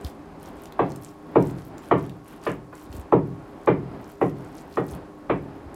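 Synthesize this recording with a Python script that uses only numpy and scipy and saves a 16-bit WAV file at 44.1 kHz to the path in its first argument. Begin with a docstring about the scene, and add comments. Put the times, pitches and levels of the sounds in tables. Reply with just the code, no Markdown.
"""Patting dough in a small kitchen

Hands shape a kebab of soft, moist dough: nine pats about half a second apart, and a light touch.
Each pat squeezes a pocket of air out of the palm and sets the hard walls echoing and booming.
Between pats the dough is rolled forth and back and peels stickily off the fingers.
Moving arms make soft low bumps; a fan hums steadily behind."""
import sys
import numpy as np
from scipy import signal
from scipy.fft import rfft, irfft, next_fast_len
from scipy.io import wavfile
from scipy.ndimage import uniform_filter1d

SR = 44100
rng = np.random.default_rng(int(sys.argv[2]) if len(sys.argv) > 2 else 0)


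def pcm_store(signal):
    """Save signal as 16-bit PCM."""
    levels = np.round(np.clip(np.atleast_2d(signal), -1, 1) * 32767)
    wavfile.write(sys.argv[1], SR, levels.astype(np.int16).T)


N = 253971
TIME_S = np.arange(N) / SR
TAIL_S = TIME_S[:SR]


def undb(db):
    """dB to gain."""
    return 10 ** (np.asarray(db) / 20)


def unit(x):
    """Scale to rms 1."""
    return x / np.sqrt(np.mean(x ** 2))


def along(points, hz):
    """Interpolate (f/Hz, value) points over log frequency."""
    f, value = np.transpose(points)
    return np.interp(np.log(np.maximum(hz, 1)), np.log(f), value)


def colour(x, points):
    """Minimum-phase filter from (f/Hz, gain/dB) points."""
    size = 2 * next_fast_len(len(x))
    cepstrum = irfft(np.log(undb(along(points, np.arange(size // 2 + 1) * SR / size))))
    cepstrum[1:size // 2] *= 2
    cepstrum[size // 2 + 1:] = 0
    return irfft(rfft(x, size) * np.exp(rfft(cepstrum)))[:len(x)]


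def fade(t_s, t60_s):
    """Decay of 60 dB per t60_s."""
    return np.exp(-np.log(1000) * t_s / t60_s)


def walk(rate_hz):
    """Smooth random wander, rms 1."""
    hold = int(SR / rate_hz)
    steps = np.repeat(rng.standard_normal(N // hold + 1), hold)
    return unit(uniform_filter1d(steps, hold)[:N])


def add(track, t_s, sound):
    """Mix sound into track at t_s."""
    start = max(int(t_s * SR), 0)
    track[start:start + len(sound)] += sound[:N - start]


def fan(air_db=-42.66, flutter_db=2.28, hum_trim_db=-3, waver_db=2, drift_hz=1.52, hiss_db=-69.5):
    """Rushing air and wavering motor tones over a faint even hiss."""
    # spectra: f/Hz, gain/dB
    air_curve = [(15, -26), (25, -7), (71, -7), (128, -13), (152, -7), (228, -6), (300, -1), (371, -9),
                 (404, -2), (430, -14.5), (499, -10), (567, -11), (814, -11.5), (1670, -23.5), (4000, -40),
                 (5200, -42), (8800, -120)]
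    hiss_curve = [(1500, -12), (4000, 0), (7000, -2), (11000, -5.5), (14000, -10), (16000, -17)]
    # motor tones: f/Hz, rms level before trim/dB
    tones = [(161.5, -56.5), (301.5, -51.5), (403.7, -53.5), (500.6, -72), (1098, -60)]
    air = unit(colour(rng.standard_normal(N), air_curve)) * undb(air_db + flutter_db * walk(10))
    hum = np.zeros(N)
    for hz, db in tones:
        rms = undb(db + hum_trim_db + waver_db * walk(4.21))
        pitch_hz = hz + drift_hz * walk(9)
        hum += rms * np.sqrt(2) * np.sin(2 * np.pi * np.cumsum(pitch_hz) / SR)
    hiss = undb(hiss_db) * unit(colour(rng.standard_normal(N), hiss_curve))
    return air + hum + hiss


def peel(middle_s, length_s=0.16):
    """Half-sine swell as dough lets go of the skin."""
    return np.sin(np.pi * np.clip((TIME_S - middle_s) / length_s + .5, 0, 1))


def shower(band_clicks_per_s, q, spread_db=6):
    """Random tiny clicks in ten resonant bands, most of them faint."""
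    out = np.zeros(N)
    for hz in np.geomspace(1000, 14000, 10):
        sizes = undb(spread_db * np.minimum(rng.exponential(size=N), 4)) * rng.standard_normal(N)
        clicks = sizes * (rng.random(N) < band_clicks_per_s / SR)
        out += signal.lfilter(*signal.iirpeak(hz, q, SR), clicks)
    return out


def snaps(decay_s=0.00105, trim_db=1.5):
    """Single sticky threads snap."""
    # t/s, peak before trim/dB, centre f/Hz
    breaks = [(0.047, -30.5, 4850), (0.656, -36.5, 5100), (0.723, -37, 3350), (0.919, -39.5, 6050),
              (0.9601, -36.5, 8250), (1.781, -37.5, 6640), (2.095, -37.5, 3370), (2.453, -35.5, 4200),
              (2.927, -35.5, 4200), (3.66, -41, 8700), (4.912, -36, 10200), (5.7433, -37, 9800)]
    out = np.zeros(N)
    t = TAIL_S[:SR // 50]
    for t_s, db, hz in breaks:
        burst = rng.standard_normal(len(t)) * np.sqrt(t) * np.exp(-t / decay_s)
        snap = colour(burst, [(hz / 5, -22), (hz / 2, -6), (hz, 0), (hz * 2, -12)])
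        add(out, t_s, undb(db + trim_db) * snap / abs(snap).max())
    return out


def sticky_dough(return_s=0.16, return_db=1.5, rest_db=-78, squelch_trim_db=-4, jerk_db=2.5, room_db=-8):
    """Wet threads break and air squelches out as the rolled dough peels off in little jerks."""
    # rolls: middle of forward peel t/s, crackle level/dB, squelch level before trim/dB
    rolls = [(-.1, -57, -72), (0.461, -63.5, -55.5), (0.906, -59.5, -59), (1.462, -59.5, -70),
             (1.849, -58, -54), (2.32, -58, -52), (2.8, -57, -60), (3.46, -77, -66), (4.09, -59.5, -60),
             (4.42, -59.5, -62), (4.751, -56.5, -61)]
    # spectra: f/Hz, gain/dB
    crackle_curve = [(1500, -3.5), (3000, 0.5), (5000, 0.5), (8000, 1), (13000, 1), (16000, -2)]
    squelch_curve = [(500, -12), (1200, 5.5), (2300, -3), (3200, -4), (5000, -18.5), (12000, -38)]
    crackle_gain, squelch_gain = np.full(N, undb(rest_db)), np.zeros(N)
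    for t_s, crackle_db, squelch_db in rolls:
        swell = peel(t_s) + undb(return_db) * peel(t_s + return_s)
        crackle_gain += undb(crackle_db) * swell
        squelch_gain += undb(squelch_db + squelch_trim_db) * swell
    crackle = crackle_gain * unit(colour(shower(band_clicks_per_s=450, q=3.9), crackle_curve))
    squelch = squelch_gain * unit(colour(shower(band_clicks_per_s=900, q=1.9), squelch_curve))
    jerks = undb(jerk_db * walk(35))
    direct = (crackle + squelch) * jerks + snaps()
    return direct + undb(room_db) * signal.fftconvolve(direct, diffuse())[:N]


def diffuse(build_s=0.00247):
    """Dense reverberation of unit energy; bass lingers longest."""
    # room decay: f/Hz, t60/s
    decay = [(60, 0.92), (160, 0.68), (400, 0.33), (1100, 0.21), (3000, 0.25), (12000, 0.091)]
    spectrum, hz = rfft(rng.standard_normal(SR)), np.arange(SR // 2 + 1)
    octave = np.clip(np.log2(np.maximum(hz, 1) / 40), 0, 9)
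    tail = np.zeros(SR)
    for k in range(10):
        band = irfft(spectrum * np.maximum(1 - abs(octave - k), 0), SR)
        tail += band * fade(TAIL_S, along(decay, 40 * 2 ** k))
    return unit(tail * (1 - np.exp(-TAIL_S / build_s))) / np.sqrt(SR)


def pocket(hz, ring_s, rise, close_s):
    """Heavily damped cavity; pitch falls to hz as the gap closes."""
    pitch_hz = hz * (1 + rise * np.exp(-TAIL_S / close_s))
    return np.sin(2 * np.pi * np.cumsum(pitch_hz) / SR) * TAIL_S * np.exp(-TAIL_S / ring_s)


def arm_bumps():
    """Dull knocks of a cycle or two as the arms move."""
    # t/s, peak/dB
    bumps = [(0.045, -23), (2.897, -32), (2.945, -29.5), (2.983, -28.5), (4.919, -29.5), (5.658, -36)]
    knock = pocket(hz=66.3, ring_s=0.008, rise=1.0, close_s=0.0047)
    out = np.zeros(N)
    for t_s, db in bumps:
        add(out, t_s, undb(db) * knock / abs(knock).max())
    return out


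def kitchen(direct_db, echo_t60_s, diffuse_db, modes_db):
    """Room response: direct path, echoes, reverberation, standing waves."""
    # paths via table, floor and walls: delay/ms, relative level before decay/dB
    echoes = [(1.23, -4), (1.66, 0), (6.9, 0), (8.43, -5), (10.55, -3), (13.08, -1), (15.32, -2),
              (23.48, -1), (24.16, -3), (25.83, 0), (32.2, -3), (41.1, -5), (65.1, -4)]
    # standing waves: f/Hz, relative level/dB, t60/s
    modes = [(60.7, 8.5, 1), (114, -19.5, 1), (134.6, -18, 0.73), (155.3, -0.5, 0.2), (217, -7, 1),
             (280.1, 4.5, 0.6), (318.6, -10, 1), (370, -20, 0.14), (473.3, 2, 0.39)]
    paths = np.zeros(SR)
    paths[0] = undb(direct_db)
    for ms, db in echoes:
        add(paths, ms / 1000, undb([db]) * fade(ms / 1000, echo_t60_s))
    boom = sum(undb(db) * np.sin(2 * np.pi * hz * TAIL_S) * fade(TAIL_S, t60) for hz, db, t60 in modes)
    return paths / np.linalg.norm(paths) + undb(diffuse_db) * diffuse() + undb(modes_db) * boom


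def in_room(source, room, db):
    """A blow through the room response, at rms level db over its first 80 ms."""
    sound = signal.fftconvolve(source, room)[:SR]
    return undb(db) * sound / np.std(sound[:int(.08 * SR)])


def contact(curve, spread_s):
    """Many tiny skin contacts build and die within milliseconds."""
    return colour(rng.standard_normal(SR) * np.sqrt(TAIL_S) * np.exp(-TAIL_S / spread_s), curve)


def pats(pocket_hz=327.8, scatter=0.018, lead_s=0.0035, squeeze_s=0.001555, settle_s=0.02091):
    """Fingers brush, skin slaps, the cupped palm rings, trapped air pops, the dough thuds to a stop."""
    # palm on dough: t/s, then levels before trims: force/dB, skin slap/dB, wet smack/dB
    blows = [ (0.7926, -26, -26.5, -42.5), (1.357, -19, -25.5, -46), (1.9122, -22.5, -24, -38.5),
             (2.4655, -31, -35, -39.5), (2.726, -53, -52, -57.5), (3.1240, -19, -27, -48),
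             (3.674, -20.5, -27, -36.5), (4.214, -24, -30.5, -45), (4.7716, -27.5, -33.5, -42),
             (5.2970, -27, -29, -40)]
    # spectra: f/Hz, gain/dB
    slap_curve = [(250, -29), (600, 5), (1000, 2.5), (1400, -9.5), (1900, -22.5), (4000, -59.5)]
    smack_curve = [(700, 4.5), (1500, 11), (2100, 8), (2900, -2), (4000, -16.5), (6000, -63), (14000, -99)]
    thud_room = kitchen(direct_db=2, echo_t60_s=0.7, diffuse_db=0, modes_db=-57.5)
    pop_room = kitchen(direct_db=-4, echo_t60_s=0.87, diffuse_db=-8.5, modes_db=-62)
    cup_room = kitchen(direct_db=5, echo_t60_s=0.12, diffuse_db=-8.5, modes_db=-85)
    thud = pocket(hz=147.5, ring_s=0.0043, rise=0.19, close_s=0.0034)
    out = np.zeros(N)
    for t_s, force_db, slap_db, smack_db in blows:
        hz = pocket_hz * (1 + scatter * rng.standard_normal())
        # short waves scatter off clutter, differently for each hand position
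        skin_room = kitchen(direct_db=15, echo_t60_s=0.18, diffuse_db=-1.5, modes_db=-87)
        brush = contact(smack_curve, spread_s=0.0065)
        slap = contact(slap_curve, spread_s=0.0026)
        smack = contact(smack_curve, spread_s=0.0053)
        cup = pocket(2.85 * hz, ring_s=0.00096, rise=0.16, close_s=0.0013)  # high while still open
        pop = pocket(hz, ring_s=0.0014, rise=0.56, close_s=0.0018)
        add(out, t_s - lead_s, in_room(brush, skin_room, slap_db - 17))
        add(out, t_s, in_room(slap, skin_room, slap_db + 0.5))
        add(out, t_s, in_room(smack, skin_room, smack_db + 4.5))
        add(out, t_s, in_room(cup, cup_room, slap_db - 4.5))
        add(out, t_s + squeeze_s, in_room(pop, pop_room, force_db + 3))
        add(out, t_s + settle_s, in_room(thud, thud_room, force_db - 4.5))
    return out


def scene():
    """Nearly mono; the pats sit slightly right, which only shorter waves show."""
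    # side signal of the pats: f/Hz, gain/dB
    side_curve = [(100, -59.5), (1000, -27.5)]
    hands = pats()
    side = np.array([[-1], [1]]) * colour(hands, side_curve)
    return hands + side + sticky_dough() + arm_bumps() + fan()


def record(dry, low_cut_hz=42, top_hz=15800):
    """The microphone thins the deep bass and cuts the top."""
    thin = signal.sosfilt(signal.butter(2, low_cut_hz, "high", fs=SR, output="sos"), dry)
    return signal.sosfilt(signal.ellip(10, .1, 80, top_hz, fs=SR, output="sos"), thin)


dry = scene()
out = record(dry)
pcm_store(out)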